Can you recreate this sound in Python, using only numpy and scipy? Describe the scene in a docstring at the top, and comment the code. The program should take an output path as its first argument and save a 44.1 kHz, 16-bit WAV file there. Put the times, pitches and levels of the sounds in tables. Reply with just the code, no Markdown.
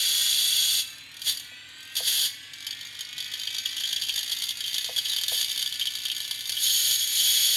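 """An opened hard drive spins up on a wooden desk, its motor and worn ball bearing whining upwards.
From the start the head grinds on the platter and friction makes the arm sing. At 0.8 s it lifts to a
light rub and, while a hand holds the casing, stutters with each turn, ticking and squeaking as it catches.
Dull knocks sound nearby: a faint one at 1.5 s, one at 2 s, then two around a falling squeal at 5.1 s.
From 6.6 s the head grinds again and brakes the disc. The room murmurs underneath throughout."""
import sys
import numpy as np
from scipy import signal
from scipy.fft import rfft, irfft
from scipy.io import wavfile

SR = 44100
rng = np.random.default_rng(int(sys.argv[2]) if len(sys.argv) > 2 else 0)


def inscribe(sig):
    """Save sig as 16-bit PCM at rate SR to the path in sys.argv[1].

    A 1-D sig is mono; a 2-D sig holds one channel per row.
    Samples are clipped to [-1, 1] before scaling.
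    """
    pcm = np.round(np.clip(np.atleast_2d(sig).T, -1, 1) * 32767)
    wavfile.write(sys.argv[1], SR, pcm.astype(np.int16))


N = 333396
TIME = np.arange(N) / SR
FILTER_HZ = np.arange(4097) * SR / 8192


def from_db(db):
    """Decibels to gain."""
    return 10 ** (np.asarray(db) / 20)


def unit_rms(x):
    """Scale to unit power."""
    return x / np.sqrt(np.mean(x ** 2) + 1e-20)


def automation(rows):
    """Read each lane of a breakpoint curve at every sample."""
    times, *lanes = np.transpose(rows)
    return [np.interp(TIME, times, lane) for lane in lanes]


def eq_db(points, hz):
    """Read an EQ curve on a log-frequency axis."""
    knots, db = np.transpose(points)
    return np.interp(np.log(np.maximum(hz, 1)), np.log(knots), db)


def drift(rate):
    """Smooth random modulation of unit power, renewed `rate` times a second."""
    return unit_rms(np.interp(TIME * rate, np.arange(4096), rng.standard_normal(4096)))


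def equalise(x, gain):
    """Minimum-phase filter with the given gain at each of FILTER_HZ."""
    cepstrum = irfft(np.log(gain + 1e-9))
    half = len(cepstrum) // 2
    cepstrum[1:half] *= 2
    cepstrum[half + 1:] = 0
    return signal.oaconvolve(x, irfft(np.exp(rfft(cepstrum))))[:N]


def coloured_noise(curve_db):
    """Unit-power noise shaped by an EQ curve."""
    return unit_rms(equalise(rng.standard_normal(N), from_db(curve_db)))


# EQ of the room tone: (frequency [Hz], gain [dB])
ROOM_EQ = [(15, -84), (25, -15), (80, 0.5), (107, -3.5), (151, 3.5), (189, -18), (245, 1), (275, -2),
           (298, -0.5), (362, -13.5), (461, -10), (648, -10.5), (926, -10), (1200, -10), (1560, -42),
           (2640, -120)]
# hum tones: (frequency [Hz], level [dB])
HUM_TONES = [(100, -69.5), (269, -76)]


def room_tone(air_db):
    """A bed of low, murmuring air with a faint hum."""
    air = coloured_noise(eq_db(ROOM_EQ, FILTER_HZ))
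    hum = sum(from_db(db) * np.sqrt(2) * np.sin(2 * np.pi * hz * TIME) for hz, db in HUM_TONES)
    return from_db(air_db) * air + hum


# spin-up and braking: (time [s], speed [turns/s])
SPIN_CURVE = [(0.0, 31.92), (0.8, 35.96), (1.3, 39.36), (1.65, 42.0), (2.0, 44.26), (2.25, 45.44),
              (2.6, 47.93), (3.0, 50.57), (3.5, 53.55), (4.0, 56.25), (4.5, 58.1), (5.0, 59.64),
              (5.5, 60.68), (6.0, 61.51), (6.55, 61.94), (7.1, 60.68), (7.56, 59.86)]


def rotation():
    """The platter's running count of turns and its speed, which drive whine and stutter."""
    speed, = automation(SPIN_CURVE)
    return np.cumsum(speed) / SR, speed


# body EQ of the casing: (frequency [Hz], gain [dB])
CASING_EQ = [(600, -31.5), (1000, -19), (1250, -14.5), (1550, -8), (1750, -5.5), (2000, -2.5), (2600, -2),
             (3100, -1.5), (3400, 1.5), (4100, -3.5), (5000, -13.5), (7400, -13), (9000, -19), (12000, -30)]


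def casing_db(hz):
    """How strongly the casing radiates the spindle's vibration at this pitch."""
    return eq_db(CASING_EQ, hz)


# tone curve of the ball passes: (harmonic [number], gain [dB])
BALL_TONE = [(1, -8), (4, -8), (5, -2), (6, 0), (7, 0), (8, -1), (9, 1), (10, 1), (11, -7), (12, -1),
             (13, -3), (16, -4), (19, -3), (26, -9)]
# cluster around each harmonic: (offset [multiples of the cage rate], gain [dB])
CAGE_SIDEBANDS = [(-2, -14.5), (-1, -7.5), (0, -4), (1, -44.5), (2, -8)]


def bearing(turns, speed, waver, balls=8, passes_per_turn=4.775, harmonics=26):
    """Balls roll over a flaw in the race; unequal balls give each harmonic sidebands at the cage rate."""
    passes = passes_per_turn * turns
    sidebands = np.array([from_db(db) * np.exp(2j * np.pi * round(offset) * passes / balls)
                          for offset, db in CAGE_SIDEBANDS])
    slip = .006 * drift(35)  # slipping balls blur the high harmonics most
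    fundamental = np.exp(2j * np.pi * (passes + slip))
    harmonic, out = 1, np.zeros(N)
    for k in range(1, harmonics + 1):
        harmonic = harmonic * fundamental
        cluster = np.exp(2j * np.pi * rng.random(len(sidebands))) @ sidebands
        gain = from_db(eq_db(BALL_TONE, k) + casing_db(k * passes_per_turn * speed))
        out += gain * (1 + waver * drift(15)) * (cluster * harmonic).real
    return out


# tones locked to the rotation: (pitch [multiples of the turn rate], gain [dB]); orders 24 and 62 come from
# waviness of the bearing races, the rest from the motor
LOCKED_PARTIALS = [(24, -5), (36, 1), (62, -6), (72, -1), (108, 4), (144, 0), (162, -3), (180, 4), (204, -2),
                   (216, 1)]


def motor(turns, speed, waver_db):
    """Cogging and switching of the motor, and waviness of the bearing races, make clean tones locked to the
    rotation."""
    out = np.zeros(N)
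    for order, db in LOCKED_PARTIALS:
        gain = from_db(db + casing_db(round(order) * speed) + waver_db * drift(11))
        out += gain * np.sqrt(2) * np.sin(2 * np.pi * round(order) * turns)
    return out


# fader rides of the whine: (time [s], bearing gain [dB], gain of the locked motor and waviness tones [dB])
WHINE_FADERS = [(0, -45.5, -63), (.9, -53, -54), (1.4, -53, -60), (1.55, -51.5, -55.5), (2.3, -51.5, -52),
                (3.2, -48, -58), (4.5, -50.5, -53), (6.5, -49, -62), (7.56, -45.5, -54)]


def spindle(turns, speed):
    """Bearing whine, rolling hiss, and clean tones from the motor and the wavy races, all coloured by the
    casing."""
    bearing_db, motor_db = automation(WHINE_FADERS)
    hiss = coloured_noise(casing_db(FILTER_HZ))
    rolling = bearing(turns, speed, waver=.2) + from_db(-4) * hiss
    return from_db(bearing_db) * rolling + from_db(motor_db) * motor(turns, speed, waver_db=1.5)


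# grind cues: (hold start [s], hold end [s], level [dB], attack [s])
GRIND_CUES = [(0, 0.799, -25, .02), (1.279, 1.292, -23, 0.02), (1.967, 1.986, -27.5, .005),
              (2.075, 2.257, -25, 0.045), (5.315, 5.41, -29, 0.02), (6.63, 6.953, -25.5, 0.049),
              (6.996, 7.04, -28.5, 0.044), (7.174, 7.6, -24.5, 0.11)]


def grinding(release_s=.026, tail_db=-9.5, tail_s=.079):
    """Force envelope of the head digging in: it swells, holds, lets go and leaves a fading rub."""
    force = np.zeros(N)
    for start, end, db, attack_s in GRIND_CUES:
        early, late = np.maximum(start - TIME, 0), np.maximum(TIME - end, 0)
        release = np.maximum(np.exp(-late / release_s), from_db(tail_db) * np.exp(-late / tail_s))
        force = np.maximum(force, from_db(db) * np.exp(-early / attack_s) * release)
    return force


def friction(grains_per_s, spread_db, hiss):
    """Grit of tiny, uneven impacts over a smooth hiss; unit power."""
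    sizes = from_db(spread_db * np.minimum(rng.exponential(1, N), 4)) * rng.choice([-1, 1], N)
    grains = unit_rms(sizes * (rng.random(N) < grains_per_s / SR))
    return unit_rms(grains + hiss * rng.standard_normal(N))


# brightness of the light rub: (time [s], treble against the lower band [dB])
RUB_TREBLE = [(1.2, -7.5), (1.85, -6.5), (2.4, -12), (3.7, -12.5), (4.3, -9), (6.1, -9.5), (6.55, -7.5)]


def brightness_db(grind, touch, speed, bite_db=-36):
    """Treble balance of the scrape: once the head bites, a faster platter sounds brighter."""
    dug_in = grind / (grind + touch + from_db(bite_db))
    grind_db = -4 + .1461 * (speed - speed.mean())
    rub_db, = automation(RUB_TREBLE)
    return dug_in * grind_db + (1 - dug_in) * rub_db


# broad EQ of the scrape: (frequency [Hz], gain [dB])
SCRAPE_EQ = [(200, -26), (400, -26.5), (650, -24.5), (1150, -24.5), (1500, -18.5), (2400, -17.5),
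             (3200, -5), (4700, -2.5), (5400, -8.5), (7000, -13), (7700, -13.5), (10000, -8),
             (13400, -13.5), (14400, -24)]
# resonances: (frequency [Hz], width [Hz], first-grind gain [dB], stutter gain [dB], last-grind gain [dB])
DRIVE_RESONANCES = [(1042, 499, -5, 2, -6), (1729, 103, 4, 13, 6), (2084, 111, 9, 10, 7),
                    (2685, 69, 10, 5, 2), (2921, 133, 6, 7, 3), (3103, 112, 3, 11, 10),
                    (3345, 133, 11, 11, 10), (3446, 145, 10, 5, 8), (3571, 101, 8, 9, 2),
                    (3773, 154, -8, 6, 7), (3902, 57, 9, -1, -2), (4231, 165, 5, 2, 5),
                    (4553, 172, 9, 9, 10), (4715, 176, 2, 5, -3), (5077, 185, -4, -7, -8),
                    (5194, 154, -1, 5, 9), (6028, 209, 6, 5, 4), (6632, 209, 12, 12, 16),
                    (7013, 235, 15, 10, 15), (8318, 147, 4, 10, 8), (8594, 211, 15, -1, 5),
                    (9409, 296, -2, -3, 7), (10080, 208, -1, 3, 8), (10374, 322, 4, -1, -1),
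                    (11199, 339, 12, 11, 16), (11926, 215, 10, 5, 11), (12691, 127, 5, 5, 16),
                    (13069, 229, 8, 6, 16), (14805, 201, 15, 10, 16), (15508, 127, -1, 1, 13)]


def drive_ring(rub, treble_db, crossover_hz=7800):
    """Friction rings arm, platter and casing; the peaks change height as the head bears differently."""
    # crossfade of three EQs: the head eases off in two steps and bears down again at 6.6 s
    stage = np.interp(TIME, [.9, 1.2, 2.3, 2.5, 6.56, 6.62], [0, .5, .5, 1, 1, 2])
    modes = np.array(DRIVE_RESONANCES)
    centres, widths = modes[:, :1], modes[:, 1:2]
    bells = 1 / (1 + ((FILTER_HZ - centres) / (widths / 2)) ** 2)
    treble = 1 / (1 + (crossover_hz / np.maximum(FILTER_HZ, 100)) ** 24)
    out = np.zeros(N)
    for k, heights_db in enumerate(modes[:, 2:].T):
        gain = from_db(eq_db(SCRAPE_EQ, FILTER_HZ) + heights_db @ bells)
        part = rub * np.clip(1 - abs(stage - k), 0, 1)
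        out += equalise(part, unit_rms(gain * (1 - treble)))
        out += equalise(part * from_db(treble_db), unit_rms(gain * treble))
    return out


def high_spot(turns, angle_turns, fade_turns, uneven_db):
    """A high spot of the platter pulses against the head on each turn, never twice alike."""
    laps = turns + 1 - angle_turns
    strength = from_db(uneven_db * np.clip(rng.standard_normal(1024), -2, 2))
    return unit_rms(strength[laps.astype(int)] * np.exp(-(laps % 1) / fade_turns))


def stutter(pulse, share):
    """Steady contact with a share of its power (0-1) moved into the pulse."""
    return np.sqrt(1 - share + share * pulse ** 2)


# fader ride of the head's light rub between grinds: (time [s], level [dB])
RUB_FADER = [(.9, -50), (1.08, -65.5), (1.24, -47.5), (1.58, -62.5), (1.88, -58), (2.5, -52.5),
             (2.72, -48.5), (3.1, -52.5), (3.38, -42.5), (4.0, -38), (4.46, -38), (4.57, -40), (4.7, -36),
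             (4.91, -34), (5.08, -33), (5.22, -35.5), (5.5, -34), (5.72, -39.5)]


def scrape(turns, speed):
    """The head drags on the platter: grinds, light rub and catches drive one friction texture."""
    touch_db, = automation(RUB_FADER)
    grind, touch = grinding(), from_db(touch_db)
    pulse = high_spot(turns, angle_turns=.8, fade_turns=.33, uneven_db=5.1)
    drag = np.hypot(grind * stutter(pulse, share=.1), touch * stutter(pulse, share=.7))
    drag *= from_db(.13 * drift(250))
    hits = scored_spots(turns, touch_db, uneven_db=5.2) + hard_catches()
    bursts, ticks = snags(hits, burst_db=-4.5, tick_db=1)
    rub = ticks + np.hypot(drag, bursts) * friction(grains_per_s=9000, spread_db=2, hiss=.9)
    return drive_ring(rub, brightness_db(grind, touch, speed))


# held tones in the grinds: (start [s], end [s], pitch [Hz], level [dB])
SINGING_CUES = [(0, .78, 3410, -32), (.3, .78, 4530, -35), (0, .93, 2695, -46), (6.62, 6.96, 3130, -37),
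                (6.65, 7.04, 6630, -36), (7.17, 7.6, 3400, -30), (7.17, 7.6, 4490, -37)]


def singing(wander_hz, rough, fade_s=.02):
    """Hard friction feeds single modes of the arm, which ring on unsteadily."""
    out = np.zeros(N)
    for start, end, hz, db in SINGING_CUES:
        held = np.clip(np.minimum(TIME - start, end - TIME) / fade_s, 0, 1)
        phase = 2 * np.pi * np.cumsum(hz + wander_hz * drift(200)) / SR
        out += held * from_db(db) * (1 + rough * drift(150)) * np.sin(phase)
    return out


# runs of ticks: (start [s], end [s], platter angle [turns], accent on the rub fader [dB])
SPOT_RUNS = [(.87, 1.46, .83, 24), (1.8, 1.95, .81, 22), (3.25, 4.52, .84, 12), (5.42, 6.56, .78, 13),
             (2.55, 3.55, .08, 20), (3.55, 4.52, .06, 15.5), (4.66, 4.87, .09, 13), (4.95, 5.19, .09, 11),
             (5.45, 6.56, .09, 9)]


def scored_spots(turns, touch_db, uneven_db, decay_s=.0035):
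    """Hits from two scored spots a quarter turn apart, each clipping the head as hard as it bears."""
    hits = []
    for start, end, angle, accent_db in SPOT_RUNS:
        crossings = np.flatnonzero(np.diff(np.floor(turns - angle)))
        scatter_db = uneven_db * np.clip(rng.standard_normal(1024), -2, 2)
        hits += [(TIME[i], touch_db[i] + accent_db + db, decay_s)
                 for i, db in zip(crossings, scatter_db) if start < TIME[i] < end]
    return hits


def snags(hits, burst_db, tick_db, rise_s=.0004):
    """Each hit (time [s], level [dB], decay [s]) snags the head: a tick and a short burst of friction."""
    bursts, ticks, age = np.zeros(N), np.zeros(N), TIME[:SR // 10]
    for time, db, decay_s in hits:
        start = int(time * SR)
        burst = from_db(db + burst_db) * (1 - np.exp(-age / rise_s)) * np.exp(-age / decay_s)
        span = slice(start, start + len(age))
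        bursts[span] = np.maximum(bursts[span], burst[:N - start])
        ticks[start:start + 3] = from_db(db + tick_db) * np.array([.25, .5, .25])
    return bursts, ticks


# hard catches of the head: (time [s], relative hit level [dB], relative squeak level [dB])
CATCH_CUES = [(1.217, -22, -52), (1.9533, -19, -47), (2.5344, -26.5, -34), (2.6667, -15.5, -35),
              (2.727, -29, -35), (3.0073, -19, -51), (3.1799, -18.5, -36), (3.2033, -18.5, -42),
              (3.3372, -19, -32), (3.472, -30, -26), (3.5828, -15.5, -38), (3.657, -15.5, -33),
              (3.712, -26, -30.5), (3.7668, -18, -35), (3.8062, -18.5, -27), (3.8358, -20.5, -25),
              (3.9258, -19, -30), (3.9622, -18, -22.5), (4.0193, -16, -25.5), (4.0918, -16.5, -21),
              (4.1777, -16, -30), (4.3178, -15.5, -32), (4.4902, -19, -36), (4.6396, -26, -21.5),
              (4.7581, -22, -42), (4.781, -17, -41), (4.9846, -14, -42), (5.0554, -18.5, -28),
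              (5.235, -14.5, -48), (5.281, -13.5, -43), (5.6173, -18.5, -33), (5.66, -18.5, -36),
              (5.7955, -17.5, -40), (5.8112, -20, -23), (5.8685, -22, -24), (5.9517, -16, -52),
              (6.0523, -16.5, -23.5), (6.0988, -30, -25), (6.115, -17.5, -25), (6.2023, -18.5, -34),
              (6.3096, -15.5, -51), (6.4936, -14.5, -40), (6.568, -24, -23)]


def hard_catches(decay_s=.0048):
    """Hits where the head catches hard on the platter."""
    return [(time, db, decay_s) for time, db, _ in CATCH_CUES]


def squeaks(gain_db, swell_s, rough, pitch_hz=3248, spread_hz=57):
    """In a hard catch the head sticks and slips for a moment, so the arm chirps."""
    out, age = np.zeros(N), TIME[:SR // 10]
    slips = 1.3 * drift(600)
    swell = age / swell_s * np.exp(1 - age / swell_s)
    for time, _, db in CATCH_CUES:
        start = int(time * SR)
        span = slice(start, start + len(age))
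        hz = pitch_hz + spread_hz * rng.standard_normal()
        out[span] += from_db(db + gain_db) * swell * np.sin(2 * np.pi * hz * age + slips[span])
    return out * (1 + rough * drift(450))


# knock cues: (time [s], relative level [dB])
KNOCK_CUES = [(1.515, -49), (2.002, -30.5), (4.89, -29.5), (5.318, -30.5)]
# body of a knock: (frequency [Hz], gain [dB], 60 dB decay time [s])
KNOCK_BODY = [(450, -14, 0.065), (512, -9, 0.11), (598, 0, 0.03), (690, 4, 0.021), (780, -7, 0.06),
              (910, -2, 0.01), (1260, -19, 0.07)]


def knocks(gain_db):
    """Soft blows ring a few low, well damped modes."""
    blows, age = np.zeros(N), TIME[:SR // 4]
    for time, db in KNOCK_CUES:
        blows[int(time * SR)] = from_db(db + gain_db)
    ring = sum((-1) ** k * from_db(db - 60 * age / t60) * np.sin(2 * np.pi * hz * age)
               for k, (hz, db, t60) in enumerate(KNOCK_BODY))
    return signal.oaconvolve(blows, ring)[:N]


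# glide of the squeal: (time [s], pitch [Hz], level [dB])
SQUEAL_GLIDE = [(5.07, 3440, -70), (5.1, 3300, -30), (5.14, 2990, -32), (5.17, 2660, -44), (5.2, 2550, -70)]


def squeal(rough, jitter_hz):
    """A drawn-out stick-slip of the head, rasping and falling in pitch."""
    hz, level_db = automation(SQUEAL_GLIDE)
    phase = 2 * np.pi * np.cumsum(hz + jitter_hz * drift(810)) / SR
    gate = (TIME > SQUEAL_GLIDE[0][0]) & (TIME < SQUEAL_GLIDE[-1][0])
    return gate * from_db(level_db) * (1 + rough * drift(630)) * np.sin(phase)


def reflections(x, t60, level_db):
    """A dense tail of echoes after a millisecond of pre-delay."""
    age = TIME[:SR // 2]
    tail = rng.standard_normal(len(age)) * from_db(-60 * age / t60) * (age > .001)
    return from_db(level_db) * signal.oaconvolve(x, tail / np.linalg.norm(tail))[:N]


def scene():
    """Mono mix of the drive on its desk in a small room."""
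    turns, speed = rotation()
    direct = scrape(turns, speed)
    direct += squeaks(gain_db=-2, swell_s=.005, rough=.66)
    direct += spindle(turns, speed)
    direct += knocks(gain_db=-3.5)
    direct += squeal(rough=.8, jitter_hz=450)
    direct += singing(wander_hz=35.7, rough=.34)
    desk = reflections(direct, t60=.074, level_db=-6)
    room = reflections(direct, t60=.16, level_db=-10.5)
    return (direct + desk + room + room_tone(air_db=-62.5))[None]


def record(dry):
    """The microphone loses the bass below 45 Hz; the top is cut steeply at 15.8 kHz."""
    thin = signal.sosfilt(signal.butter(2, 45, "high", fs=SR, output="sos"), dry)
    return signal.sosfilt(signal.ellip(12, .1, 90, 15800, fs=SR, output="sos"), thin)


dry = scene()
out = record(dry)
inscribe(out)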